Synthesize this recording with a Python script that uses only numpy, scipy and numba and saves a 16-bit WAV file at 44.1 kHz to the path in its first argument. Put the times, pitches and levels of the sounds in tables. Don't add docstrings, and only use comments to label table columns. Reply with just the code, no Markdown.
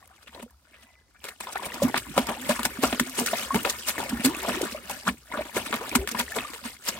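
import sys
import numpy as np
from scipy import signal
from scipy.fft import rfft, irfft, next_fast_len
from scipy.io import wavfile
from scipy.ndimage import uniform_filter1d
from numba import njit

SR = 44100
rng = np.random.default_rng(int(sys.argv[2]) if len(sys.argv) > 2 else 0)


def wav_out(sig):
    wavfile.write(sys.argv[1], SR, np.round(np.clip(np.atleast_2d(sig).T, -1, 1) * 32767).astype(np.int16))


N = 308259
TIME = np.arange(N) / SR
FFT_SIZE = next_fast_len(N, True)
BIN_HZ = np.fft.rfftfreq(FFT_SIZE, 1 / SR)
PLOP_GLIDE = 0.25


def from_db(db):
    return 10 ** (np.asarray(db) / 20)


def rms_one(x):
    return x / np.sqrt(np.mean(x ** 2) + 1e-20)


def at_hz(points, hz):
    freqs, values = np.transpose(points)
    return np.interp(np.log(np.maximum(hz, 1)), np.log(freqs), values)


def add(track, start_s, sound):
    i = int(round(start_s * SR))
    part = sound[..., max(-i, 0):max(N - i, 0)]
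    track[..., max(i, 0):max(i, 0) + part.shape[-1]] += part


def flicker(per_s):
    knots = rng.standard_normal(N // 8)
    return rms_one(np.interp(TIME * per_s, np.arange(len(knots)), knots))


def lingering(power, decay_s):
    keep = np.exp(-1 / (decay_s * SR))
    return signal.lfilter([1 - keep], [1, -keep], power)


# (frequency [Hz], left-right correlation, clipped where used)
MIC_LIKENESS = [(60, 0.9), (290, 1.1), (640, 0.85), (1400, 0.76), (3100, 0.16), (6800, 0.01),
                (15000, -0.18)]


def crackle(spectrum, clump_db, clumps_per_s):
    bursts = from_db(clump_db * np.minimum(flicker(clumps_per_s), 2.3))
    noise = rng.standard_normal((2, N)) * bursts
    mid, side = rfft(noise, FFT_SIZE) * from_db(at_hz(spectrum, BIN_HZ))
    alike = np.clip(at_hz(MIC_LIKENESS, BIN_HZ), -.5, .995)
    side = side * np.sqrt((1 - alike) / (1 + alike))
    pair = irfft(np.array([mid + side, mid - side]), FFT_SIZE)[:, :N]
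    return pair / np.std(pair.mean(axis=0))


def speckled(spray, speck_db, patch_db):
    frames = signal.stft(spray, nperseg=128, axis=-1)[2]
    specks, patches = rng.standard_normal((2,) + frames.shape[1:])
    specks = rms_one(uniform_filter1d(uniform_filter1d(specks, size=5, axis=0), size=2))
    patches = rms_one(uniform_filter1d(uniform_filter1d(patches, size=5, axis=0), size=14))
    colour = from_db(speck_db * specks + patch_db * patches)
    coloured = signal.istft(frames * colour, nperseg=128)[1][:, :N]
    return np.std(spray) * rms_one(coloured)


@njit
def ring_bubbles(start, hz, height, t60, glide, lag, pan, onset_cycles):
    out = np.zeros((2, N))
    for b in range(len(start)):
        for ear in range(2):
            sign = 1 - 2 * ear
            born = start[b] - sign * lag[b] / 2
            gain = height[b] * 10 ** (sign * pan[b] / 40)
            first = max(int(born * SR) + 1, 0)
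            last = min(int((born + t60[b]) * SR), N)
            for i in range(first, last):
                t = i / SR - born
                onset = 1 - np.exp(-t * hz[b] / onset_cycles)
                decay = np.exp(-np.log(1000) * t / t60[b])
                cycles = hz[b] * t * (1 + glide[b] * t / t60[b] / 2)
                out[ear, i] += gain * onset * decay * np.sin(2 * np.pi * cycles)
    return out


def bubble_swarm(power, spectrum, low_hz, high_hz, cycles, size_db, count, size=3):
    births = power ** .28
    births = births / births.sum()
    turn = (np.arange(count) + rng.random(count)) / count
    start = np.interp(turn, np.cumsum(births), TIME)
    family = rng.random(count)[np.arange(count) // size]
    hz = low_hz * (high_hz / low_hz) ** family * np.exp(0.1 * rng.standard_normal(count))
    bubble_db = size_db * np.minimum(rng.standard_normal(count), 1.7) + at_hz(spectrum, hz)
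    strength = rms_one(from_db(bubble_db) * np.sqrt(hz))
    t60 = cycles / hz * np.exp(0.39 * rng.standard_normal(count))
    energy = np.interp(start, TIME, power / (births * count * SR))
    height = strength * np.sqrt(4 * np.log(1000) * energy / t60)
    lag, pan = rng.normal(0, .00011, count), rng.normal(0, 5.5, count)
    glide = rng.normal(0.085, 0.15, count)
    return ring_bubbles(start, hz, height, t60, glide, lag, pan, 0.32)


# (time of peak [s], rise by 20 dB [ms], fall by 20 dB [ms],
# patter level [dB], then thump, gurgle and spray [dB over the patter])
STROKES = [(0.23, 12, 13, -52, -20, -12.5, -2.5), (0.275, 3.76, 26, -44, -34.5, -19, -11),
           (0.349, 31, 37, -47, -4.5, -1, -9), (0.398, 12.05, 24, -47, -6, 0.5, -8),
           (0.429, 11.72, 12, -45.5, 6, 6, 0.5), (0.742, 15, 40, -56, -26, -17.5, -16),
           (0.834, 33, 17.5, -53, -10, -12, -5), (1.245, 11, 60, -40, -24, -1, -2),
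           (1.288, 7.38, 10, -36, -42, -11, 1.5), (1.407, 5.52, 18, -37, -18, -1, -1),
           (1.472, 6.17, 83, -42, -28, -4, -26), (1.533, 23, 7.3, -44, -30, -14.5, 6.5),
           (1.557, 2.47, 18, -32, -35, 3, -18), (1.626, 3.07, 34, -38, -22, 7, -7.5),
           (1.662, 14.24, 15, -41, -5, 8, 9.5), (1.743, 7, 17, -38, -4, 0, -1.5),
           (1.833, 25, 30, -35, 12, 3, 3), (1.944, 2.993, 40, -28, -8.5, 0, -20),
           (1.962, 6.9, 11, -22, -17.5, -6, -11.5), (1.976, 6.3, 17.04, -25, -16, -13.5, -2),
           (2.165, 5.23, 60, -37.5, 6.5, 8, -2), (2.18, 6.1, 37, -23, -6, 2, -6.5),
           (2.27, 3.98, 8.93, -34.5, -19, 2, 0), (2.287, 4.04, 66, -33, 0.5, 7, -27),
           (2.495, 11.24, 37, -30, 4.5, 2, 3), (2.511, 28, 31, -27, -18, -1, -5),
           (2.594, 5, 11, -26.5, -8.5, 1.5, -12), (2.632, 1.99, 5.98, -29.5, -26, -13.5, -0.5),
           (2.655, 13, 18, -26, -5.5, -0.5, 1), (2.838, 20.7, 59, -27, -3, 1, -0.5),
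           (2.927, 1.55, 15, -25, -5.5, -4, -14), (2.948, 3.1, 9.14, -36.5, -3, 11, -14),
           (2.999, 4, 14, -20.5, -16, -6, -0.5), (3.189, 27, 52.8, -30, -15, -0.5, 2.5),
           (3.213, 39.7, 45, -40, 3, 6, -18), (3.262, 2.8, 41, -30, -30, -17.5, 3.5),
           (3.335, 6.11, 30, -33, -6, 4, -21.5), (3.434, 37, 23, -37, -7.5, -12.5, -0.5),
           (3.546, 3.78, 24.14, -33, 11.5, 4.5, 0.5), (3.558, 13, 38, -30, -9, -2, -3.5),
           (3.65, 3.064, 51, -27, -13, 4, -8), (3.672, 7, 20.1, -30, -21, -1.5, -11),
           (3.701, 23.6, 23.4, -30.5, -22, -18, 2.5), (3.888, 27, 42, -29, -17, -4.5, 2.5),
           (3.981, 5.24, 48, -33, -1, 6, -4), (4.096, 6.85, 10.26, -34.5, -2, -15.5, 2.5),
           (4.125, 7.97, 7.85, -45, 18, 8, -9), (4.25, 17, 42, -27, -23, -4.5, 4),
           (4.258, 3.2, 15.88, -27, -10, -8, 4), (4.49, 30, 35, -35, 2, 4, -2.5),
           (4.655, 60, 20, -41, 5, 8, 1.5), (4.724, 41, 33, -55, 12.5, -2.5, 12.5),
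           (4.897, 2.43, 17.2, -35, -17, 4, -0.5), (4.912, 14, 17, -36, -4.5, 3, -1.5),
           (5.079, 24, 38, -30, -1.5, 2, -3.5), (5.088, 8.1, 15, -23, -13, -5.5, -15),
           (5.372, 5.17, 45, -36, -3, 3, -26), (5.454, 6, 60, -42, -17, -3, -10),
           (5.568, 27, 57, -30, -4.5, 1, -1.5), (5.664, 6, 13, -32, -31, -20, -4),
           (5.728, 2.985, 39, -28, -16, 1, -13.5), (5.74, 2.07, 14, -27, -32, 0.5, -7),
           (5.766, 33, 17, -33, -24.5, -1, -8.5), (5.809, 2.15, 36, -42, -10, 13, -5),
           (5.954, 5, 20, -20, -13, -7.5, -0.5), (6.075, 1.505, 6.92, -28, -20, -3, -0.5),
           (6.09, 13, 13, -32, -23, -19.5, 0), (6.115, 5.98, 10, -38, -3, -0.5, 7.5),
           (6.148, 3.05, 41.9, -38, 4, 6, -12), (6.199, 20, 29, -26, -9.5, -3, 0.5),
           (6.364, 15, 39, -34, -6, 6.5, 0.5), (6.384, 7.97, 29, -30, -6.5, -2, -22),
           (6.534, 2.08, 64, -40, -35, -2.5, -5.5), (6.655, 20, 60, -37, -5, -3.5, -2.5),
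           (6.888, 38, 29, -28, -21, -6.5, 0)]


def stroke_powers(thump_delay_s, thump_ring_s):
    power = np.full((4, N), 1e-14)
    t = np.arange(-SR // 5, SR // 3) / SR
    for s, rise_ms, fall_ms, level_db, thump_db, gurgle_db, spray_db in STROKES:
        for k, colour_db in enumerate((thump_db, gurgle_db, 0, spray_db)):
            deep = k == 0
            rise_s = rise_ms / 1000
            fall_s = fall_ms / 1000 + deep * thump_ring_s / 3
            fade_db = 20 * np.where(t < 0, -t / rise_s, t / fall_s)
            stroke_db = np.maximum(level_db + colour_db - fade_db, -160)
            add(power[k], s + t[0] + deep * thump_delay_s, from_db(stroke_db) ** 2)
    return power


# (frequency [Hz], relative level [dB per Hz])
THUMP_COLOUR = [(40, -32), (60, -9.5), (100, -4.5), (160, -10), (205, 5.5), (250, 8.5), (310, -10.5),
                (450, -50)]
GURGLE_COLOUR = [(220, -53), (340, -2), (450, 3), (650, -2.5), (1000, 3.5), (1250, -5.5), (1800, -38)]
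PATTER_COLOUR = [(800, -30), (1250, 1.5), (1900, -0.5), (2800, -2), (3800, -5), (4600, -16.5), (6500, -47)]
SPRAY_COLOUR = [(3200, -4.5), (4600, 1.5), (6500, -1.5), (7900, 2), (9000, 2), (10500, -5), (13000, -2.5),
                (16000, -11.5)]


def splashes(strokes):
    thump, gurgle, patter, spray = strokes
    tear = from_db(1.0) * np.sqrt(thump) * crackle(THUMP_COLOUR, clump_db=1.0, clumps_per_s=130)
    tear += from_db(-3.0) * np.sqrt(gurgle) * crackle(GURGLE_COLOUR, clump_db=3.0, clumps_per_s=430)
    tear += from_db(-1.5) * np.sqrt(patter) * crackle(PATTER_COLOUR, clump_db=6.0, clumps_per_s=700)
    mist = speckled(crackle(SPRAY_COLOUR, clump_db=3.5, clumps_per_s=1100), speck_db=3, patch_db=2)
    tear += from_db(1.47) * np.sqrt(spray) * mist
    large = bubble_swarm(gurgle, GURGLE_COLOUR, low_hz=364.7, high_hz=1288, cycles=19.0,
                         size_db=4.0, count=480)
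    small = bubble_swarm(patter, PATTER_COLOUR, low_hz=1186, high_hz=4510, cycles=24,
                         size_db=4.0, count=650, size=2)
    boom = tub_boom(thump, ring_s=0.11)
    return tear + from_db(-2.5) * large + from_db(-4.5) * small + from_db(-11.5) * boom


# (frequency [Hz], relative level [dB per Hz])
BOOM_COLOUR = [(25, -32), (40, -12), (52, 7), (65, 11.5), (85, -4.5), (120, 0), (200, -21)]


def tub_boom(thump, ring_s):
    rumble = crackle(BOOM_COLOUR, clump_db=3.0, clumps_per_s=30).mean(axis=0)
    return np.sqrt(lingering(thump, ring_s)) * rumble


POCKET_HZ, POCKET_DB, POCKET_DELAY_S, POCKET_T60_S, POCKET_GLIDE = 224.4, 8.5, 0.00475, 0.089, 0.21


def air_pockets(pitch_spread):
    s, _, _, level_db, thump_db, _, _ = np.transpose(STROKES)
    each, centred = np.ones(len(s)), np.zeros(len(s))
    hz = POCKET_HZ * np.exp(pitch_spread * rng.standard_normal(len(s)))
    height = from_db(level_db + thump_db + POCKET_DB)
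    return ring_bubbles(s + POCKET_DELAY_S, hz, height, POCKET_T60_S * each, POCKET_GLIDE * each,
                        centred, centred, 0.6)


# (time [s], pulse peak [dB])
HARD_SLAPS = [(0.275, -39), (1.242, -16.5), (1.288, -29), (1.404, -20), (1.627, -28), (1.742, -17.5),
              (1.975, -19), (2.179, -2), (2.289, -18), (2.632, -14), (2.653, 0.5), (2.927, -18),
              (2.998, -1.5), (3.262, -8), (3.545, -8.5), (3.65, -10), (3.706, -19), (3.888, -12),
              (4.247, -21), (4.258, -5), (5.567, -26), (5.727, -22), (5.895, -18), (5.952, -1), (6.075, -9),
              (6.192, -8)]


def slaps(width_s, spatter_db, spatter_s):
    out = np.zeros((2, N))
    t = np.arange(SR // 50) / SR
    for s, peak_db in HARD_SLAPS:
        width = width_s * np.exp(0.12 * rng.standard_normal())
        pulse = (1 - t / width) * np.exp(-t / width)
        spatter = from_db(spatter_db) * rng.standard_normal((2, len(t))) * np.exp(-t / spatter_s)
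        add(out, s, from_db(peak_db) * (pulse + spatter))
    return out


# (time at the loudest [s], swell [s], fade [s],
# first pitch [Hz], pitch at the loudest [Hz], last pitch [Hz], level [dB])
CAVITIES = [(1.853, 0.024, 0.02, 205, 244, 310, -13), (1.888, 0.0144, 0.0216, 213, 235, 275, -26.5),
            (2.202, .016, 0.02, 217, 242, 285, -20), (2.378, .015, 0.024, 640, 854, 1013, -35.5),
            (2.435, 0.068, 0.0472, 224, 260, 260, -36), (2.843, .012, 0.025, 304, 255, 199.5, -18.5),
            (3.012, 0.00907, 0.0212, 260, 245, 235, -17.5), (3.09, .05, 0.074, 237, 261, 235, -38),
            (3.22, 0.0254, 0.0243, 234, 245, 225, -27), (3.235, 0.044, 0.0308, 380, 464, 604, -30.5),
            (3.549, 0.024, 0.049, 260, 240, 214, -23.5), (3.561, 0.014, 0.0263, 830, 920, 1080, -24.5),
            (3.561, 0.018, 0.0201, 368, 430, 650, -21.5), (4.135, 0.016, 0.05, 267.3, 235, 237.8, -24),
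            (4.259, 0.015, 0.049, 260, 255.2, 363, -13), (5.087, .022, 0.058, 191, 193, 227, -26.5),
            (5.355, .012, 0.0142, 682, 580, 480, -32.5), (5.748, 0.014, 0.0203, 241.6, 235, 205.5, -25),
            (5.82, .012, 0.0204, 370, 460, 650, -29.5), (5.93, 0.027, 0.026, 378, 400, 390, -38.5),
            (5.962, .007, 0.021, 249, 238, 260, -13), (5.995, 0.0602, 0.0477, 373.3, 387.5, 354, -30),
            (6.038, .026, 0.03, 384, 398, 520, -30)]
# (frequency [Hz], relative level [dB per Hz])
HEAVE_COLOUR = [(35, -12), (60, 1.5), (95, -6), (150, 2), (200, -16), (320, -31)]
# (frequency [Hz], relative level [dB per Hz])
GLUG_COLOUR = [(190, -4), (240, 0.5), (320, -4), (420, -13), (520, -14.5)]


def gulps(fade_shape, heave_db, heave_s):
    tone, power = np.zeros(N), np.full(N, 1e-14)
    for s, swell_s, fade_s, first_hz, loudest_hz, last_hz, level_db in CAVITIES:
        t = np.arange(-int(2 * swell_s * SR), int(2 * fade_s * SR)) / SR
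        before, after = np.maximum(-t / swell_s, 0), np.maximum(t / fade_s, 0)
        hz = loudest_hz + (first_hz - loudest_hz) * np.minimum(before, 1)
        hz += (last_hz - loudest_hz) * np.minimum(after ** 2, 1.2)
        swell = from_db(level_db - 20 * (before ** 2 + after ** fade_shape))
        add(tone, s + t[0], swell * np.sin(2 * np.pi * (np.cumsum(hz) / SR + rng.random())))
        add(power, s + t[0], swell ** 2)
    tone *= 1 + .2 * flicker(170)
    tail = lingering(power, heave_s)
    shed = bubble_swarm(tail, GLUG_COLOUR, low_hz=260, high_hz=560, cycles=6.0,
                        size_db=3.5, count=150, size=1)
    heave = np.sqrt(tail) * crackle(HEAVE_COLOUR, clump_db=7.0, clumps_per_s=40).mean(axis=0)
    return tone + from_db(-13.5) * shed + from_db(heave_db) * heave


# (time [s], starting pitch [Hz],
# level [dB], t60 [s])
SINGLE_PLOPS = [(0.026, 1060, -43, 0.038), (0.107, 740, -50, 0.078), (0.274, 2670, -36.5, 0.021),
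                (0.347, 3900, -33, .015), (0.398, 500, -34, 0.018), (0.429, 540, -33, 0.028),
                (0.462, 465, -40, 0.06), (0.74, 2250, -46, 0.051), (1.249, 431, -35, 0.071),
                (1.47, 990, -25, 0.036), (1.557, 814, -22.5, 0.034), (1.572, 1830, -21, .025),
                (1.596, 1010, -26, 0.03), (1.623, 814, -24, 0.035), (1.646, 2260, -27, .022),
                (1.702, 2650, -29, .02), (1.72, 1870, -26, .025), (1.801, 1050, -30, 0.04),
                (1.82, 538, -9.5, 0.055), (1.896, 818, -24, 0.029), (1.943, 820, -5.5, 0.012),
                (1.944, 1680, 0, 0.0035), (2.287, 1250, -18.5, 0.022), (2.177, 1250, -9, 0.021),
                (2.178, 726, -6, 0.022), (2.177, 512, -7, 0.039), (2.493, 576, -12.5, 0.055),
                (2.593, 1100, -10, 0.007), (2.653, 836, -21, 0.066), (2.998, 1730, -2, 0.0045),
                (2.834, 435, -8, 0.032), (2.84, 770, -3, 0.0082), (2.845, 1307, -13, 0.031),
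                (2.927, 660, -6.5, 0.0089), (2.787, 237, -20.5, 0.067), (3.19, 2850, -17, .012),
                (3.286, 2540, -19.5, 0.017), (3.59, 2800, -24, .018), (4.03, 845, -19, 0.023),
                (4.348, 2560, -25, 0.021), (3.184, 394, -18.5, 0.029), (3.225, 434, -23, 0.064),
                (3.281, 1420, -18, 0.022), (3.332, 645, -14, 0.042), (3.506, 1060, -16, 0.087),
                (3.545, 810, -12, 0.016), (3.544, 1530, -19, 0.01), (3.65, 1190, -11, 0.0061),
                (3.651, 2310, -12.5, 0.0087), (3.981, 1890, -15.5, 0.011), (4.001, 860, -18, 0.032),
                (4.197, 219, -16, 0.037), (4.246, 386, -14.5, 0.026), (4.57, 350, -21.5, 0.054),
                (4.612, 456, -9.5, 0.02), (4.63, 334, -9, 0.024), (4.636, 1400, -25, .025),
                (4.747, 583, -22, 0.04), (4.777, 1250, -31, .025), (4.899, 827, -24, 0.038),
                (5.078, 1340, -8.5, 0.012), (5.316, 934, -26, 0.042), (5.323, 2000, -23, .018),
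                (5.337, 1080, -25, 0.018), (5.391, 589, -17.5, 0.052), (5.408, 590, -17, 0.027),
                (5.566, 416, -9, 0.029), (5.915, 2330, -21.5, 0.018), (5.954, 1280, -7, 0.011),
                (6.074, 1650, -16.5, 0.013), (5.728, 1510, -9.5, 0.0061), (5.734, 1090, -15, .006),
                (5.955, 384, -23, 0.06), (6.147, 970, -21, 0.021), (6.17, 1740, -25, 0.026),
                (6.2, 3220, -14, 0.01), (6.32, 1710, -27, 0.062), (6.19, 2320, -19.5, 0.019),
                (6.281, 1850, -26.5, 0.02), (6.406, 2550, -23, 0.017), (6.535, 1920, -27, 0.016),
                (6.448, 1160, -26.5, 0.056)]


def plops():
    s, hz, level_db, t60 = np.transpose(SINGLE_PLOPS).copy()
    lag, pan = (rng.standard_normal((len(s), 2)) * [.00006, 1.0]).T.copy()
    glide = np.full(len(s), PLOP_GLIDE)
    return ring_bubbles(s, hz, from_db(level_db), t60, glide, lag, pan, 0.51)


# (time of middle [s], length [s], centre pitch [Hz],
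# level [dB])
BROKEN_POCKETS = [(0.12, .08, 1180, -58.5), (0.375, 0.054, 520, -47.5), (0.745, 0.032, 2330, -52),
                  (0.765, 0.037, 1500, -57.5), (0.89, 0.052, 1020, -61), (1.16, .02, 1600, -54),
                  (1.27, 0.013, 1795, -40), (1.313, 0.023, 1570, -44), (1.49, 0.033, 886, -40),
                  (1.562, 0.017, 1210, -32.5), (1.668, 0.02, 650, -35), (1.968, 0.023, 1470, -26),
                  (2.095, .045, 247, -35.5), (2.315, 0.043, 830, -32.5), (2.838, 0.02, 700, -22.5),
                  (2.855, 0.011, 1430, -32), (3.656, .014, 480, -25.5), (4.45, 0.0202, 746, -28.5),
                  (4.49, 0.031, 553, -26.5), (4.495, 0.017, 1310, -27.5), (4.67, 0.031, 1390, -39.5),
                  (5.082, 0.023, 1380, -24), (5.347, .024, 1300, -29), (5.374, .012, 1080, -30.5),
                  (5.374, 0.011, 480, -31), (6.203, 0.013, 650, -31), (6.366, 0.015, 560, -31),
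                  (6.39, 0.02, 1190, -39)]


def bunches(cycles, pitch_spread, count):
    s, length_s, centre_hz, level_db = np.repeat(BROKEN_POCKETS, count, axis=0).T
    turn = (np.arange(len(s)) % count + rng.random(len(s))) / count
    detune, lag, pan = (rng.standard_normal((len(s), 3)) * [pitch_spread, .00006, 2.5]).T.copy()
    hz = centre_hz * np.exp(detune)
    t60 = cycles / hz
    share = np.sqrt(8 * np.log(1000) * length_s / (count * t60))
    height = from_db(level_db) * share * np.sin(np.pi * turn)
    start = s + (turn - .5) * length_s * np.pi / 2 - 1 / hz
    glide = np.full(len(s), PLOP_GLIDE)
    return ring_bubbles(start, hz, height, t60, glide, lag, pan, 0.68)


# (time [s], level [dB])
LANDINGS = [(2.22, -37), (2.86, -36.5), (4.136, -29.5), (5.09, -33), (5.982, -28), (6.23, -37)]
FLOOR_HZ, FLOOR_T60_S = 63.2, 0.2


def footfalls():
    out = np.zeros(N)
    t = np.arange(SR // 3) / SR
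    onset = 1 - np.exp(-2 * FLOOR_HZ * t)
    swing = np.sin(2 * np.pi * FLOOR_HZ * t) * onset * from_db(-60 * t / FLOOR_T60_S)
    for s, level_db in LANDINGS:
        add(out, s, from_db(level_db) * swing)
    return out


# (time [s], level before the decay [dB])
SINGLE_DROPS = [(0.075, -43.5), (0.507, -50), (1.579, -32.5), (1.883, -30), (2.295, -28), (2.416, -32),
                (3.096, -28), (3.351, -34), (3.632, -27), (4.039, -30), (4.367, -29), (4.419, -30),
                (4.43, -27.5), (4.549, -34), (4.617, -19.5), (5.758, -26.5), (5.893, -27.5), (6.319, -30),
                (6.407, -36)]


def drops(centre_hz, decay_s):
    out = np.zeros((2, N))
    t = np.arange(SR // 60) / SR
    for s, level_db in SINGLE_DROPS:
        hz = min(centre_hz * np.exp(.2 * rng.standard_normal()), SR / 4)
        band = signal.butter(1, [hz / 1.45, hz * 1.45], "band", fs=SR, output="sos")
        tick = rms_one(signal.sosfilt(band, rng.standard_normal((2, len(t)))))
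        add(out, s, from_db(level_db) * tick * np.exp(-t / decay_s))
    return out


# (time [s], stirring [dB], brightness [dB])
STIRRING = [(0.0, -64, -3), (0.3, -65, 0), (0.37, -56, -3), (0.56, -77, 0), (0.76, -63, -2),
            (1.15, -74, -1), (1.3, -56, 2), (1.39, -69, 4), (1.44, -51, 1), (1.6, -48, -4), (1.9, -45, -2),
            (2.04, -49, 2), (2.25, -44, -3), (2.4, -46, 1), (2.55, -41, 1), (2.79, -48, -1), (2.9, -41, 1),
            (3.12, -47, 2), (3.38, -40, 3), (3.5, -46, 1), (3.6, -42, 1), (3.78, -46.5, 2), (3.95, -47, 0),
            (4.02, -40, -2), (4.17, -45, -1), (4.53, -39, -3), (4.68, -41, -2), (4.8, -52, -3),
            (4.92, -46, 2), (5.2, -66, 5), (5.38, -43, -6), (5.52, -53, 1), (5.62, -45, -1),
            (5.95, -44, -3), (6.06, -50, -3), (6.13, -43, -1), (6.27, -48, 2), (6.42, -45, -2),
            (6.52, -53, 3), (6.7, -51, 3), (6.79, -60, 3), (6.93, -47, -2)]
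GURGLE_DB, SPRAY_DB = -3, -1


def agitation():
    s, stir_db, bright_db = np.transpose(STIRRING)
    stir_db, bright_db = np.interp(TIME, s, stir_db), np.interp(TIME, s, bright_db)
    return from_db(stir_db + np.array([GURGLE_DB - bright_db, np.zeros(N), SPRAY_DB + bright_db]))


def churn():
    wavelets = from_db(1.8 * flicker(55) + 0.55)
    gurgle, patter, spray = wavelets * agitation()
    wash = from_db(-9.5) * gurgle * crackle(THUMP_COLOUR, clump_db=0.0, clumps_per_s=32)
    wash += from_db(-10.5) * gurgle * crackle(BOOM_COLOUR, clump_db=-0.5, clumps_per_s=3.8)
    wash += from_db(-8.0) * gurgle * crackle(GURGLE_COLOUR, clump_db=0.0, clumps_per_s=280)
    fine = speckled(crackle(PATTER_COLOUR, clump_db=1.5, clumps_per_s=400), speck_db=3, patch_db=3)
    wash += from_db(-4) * patter * fine
    mist = speckled(crackle(SPRAY_COLOUR, clump_db=2, clumps_per_s=350), speck_db=4, patch_db=2.5)
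    wash += from_db(-1.5) * spray * mist
    large = bubble_swarm(gurgle ** 2, GURGLE_COLOUR, low_hz=349, high_hz=1254, cycles=23,
                         size_db=4.0, count=950)
    small = bubble_swarm(patter ** 2, PATTER_COLOUR, low_hz=1192, high_hz=3700, cycles=27,
                         size_db=5.0, count=2000)
    ticks = bubble_swarm(spray ** 2, SPRAY_COLOUR, low_hz=4200, high_hz=13000, cycles=12,
                         size_db=7.0, count=1300, size=1)
    deep = bubble_swarm(gurgle ** 2, GLUG_COLOUR, low_hz=187, high_hz=522, cycles=12.0,
                        size_db=4.5, count=200)
    bubbles = from_db(-3.5) * deep + from_db(1.0) * large + from_db(0.5) * small
    return wash + bubbles + from_db(-6.5) * ticks


def tub_echoes(water, t60, count):
    delay = rng.uniform(0.001398, 0.032, (2, count))
    response = np.zeros((2, SR // 10))
    for ear in range(2):
        bounces = rng.choice([-1, 1], count) * from_db(-60 * delay[ear] / t60)
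        response[ear, (delay[ear] * SR).astype(int)] = bounces
    response /= np.sqrt(np.sum(response ** 2, axis=1, keepdims=True))
    bright = signal.sosfilt(signal.butter(2, 450, "high", fs=SR, output="sos"), water)
    return signal.fftconvolve(bright, response, axes=1)[:, :N]


# (frequency [Hz], left minus right [dB])
MIC_BALANCE = [(60, 1.5), (200, -2), (400, 0), (700, 1), (1300, 2.5), (2400, 3.5), (4400, -0.5), (8100, 1),
               (15000, 2.5)]
LEFT_LEAD_S = .00008


def placed(sound):
    sides = np.array([[.5], [-.5]])
    lead = np.exp(2j * np.pi * BIN_HZ * sides * LEFT_LEAD_S)
    ears = from_db(sides * at_hz(MIC_BALANCE, BIN_HZ)) * lead
    return irfft(rfft(sound, FFT_SIZE) * ears, FFT_SIZE)[:, :N]


# (frequency [Hz], relative level [dB per Hz])
AIR_COLOUR = [(20, -28), (35, -23), (48, -2), (68, 12.5), (110, -7), (250, -12), (500, -21), (1000, -15),
              (2000, -35), (5000, -22), (16000, -45)]


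def outdoor_air():
    return from_db(-63.5) * crackle(AIR_COLOUR, clump_db=-0.5, clumps_per_s=6.1)


# (time [s], pitch [Hz], level [dB])
WHISTLE_PATH = [(0.72, 1935, -110), (0.79, 2000, -68.5), (0.97, 2010, -69), (1.07, 2020, -78),
                (1.12, 2020, -86), (1.16, 2320, -70), (1.235, 2350, -72), (1.27, 2350, -110)]


def whistle():
    s, hz, level_db = np.transpose(WHISTLE_PATH)
    pitch = np.interp(TIME, s, hz) * (1 + .009 * flicker(190) + .005 * flicker(25))
    swell = from_db(np.interp(TIME, s, level_db) + 3.9 * flicker(45))
    return np.sqrt(2) * swell * np.sin(2 * np.pi * np.cumsum(pitch) / SR)


def scene():
    strokes = stroke_powers(thump_delay_s=0.0016, thump_ring_s=0.036)
    water = splashes(strokes) + air_pockets(pitch_spread=0.051)
    water += slaps(width_s=0.000094, spatter_db=-16.0, spatter_s=0.00064)
    water += gulps(fade_shape=1.104, heave_db=-19, heave_s=0.013)
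    water += plops() + bunches(cycles=14.4, pitch_spread=0.15, count=10)
    water += footfalls() + drops(centre_hz=9000, decay_s=.0022) + churn()
    tub = from_db(-0.55) * water + from_db(-11.0) * tub_echoes(water, t60=0.02, count=40)
    return placed(tub) + outdoor_air() + whistle()


CUTOFF_HZ = 16000


def record(dry):
    thinned = signal.sosfilt(signal.butter(3, 42, "high", fs=SR, output="sos"), dry)
    rounded = thinned / (1 + (thinned / .9) ** 4) ** (1 / 4)
    return signal.sosfilt(signal.ellip(10, .1, 70, CUTOFF_HZ, fs=SR, output="sos"), rounded)


dry = scene()
out = record(dry)
wav_out(out)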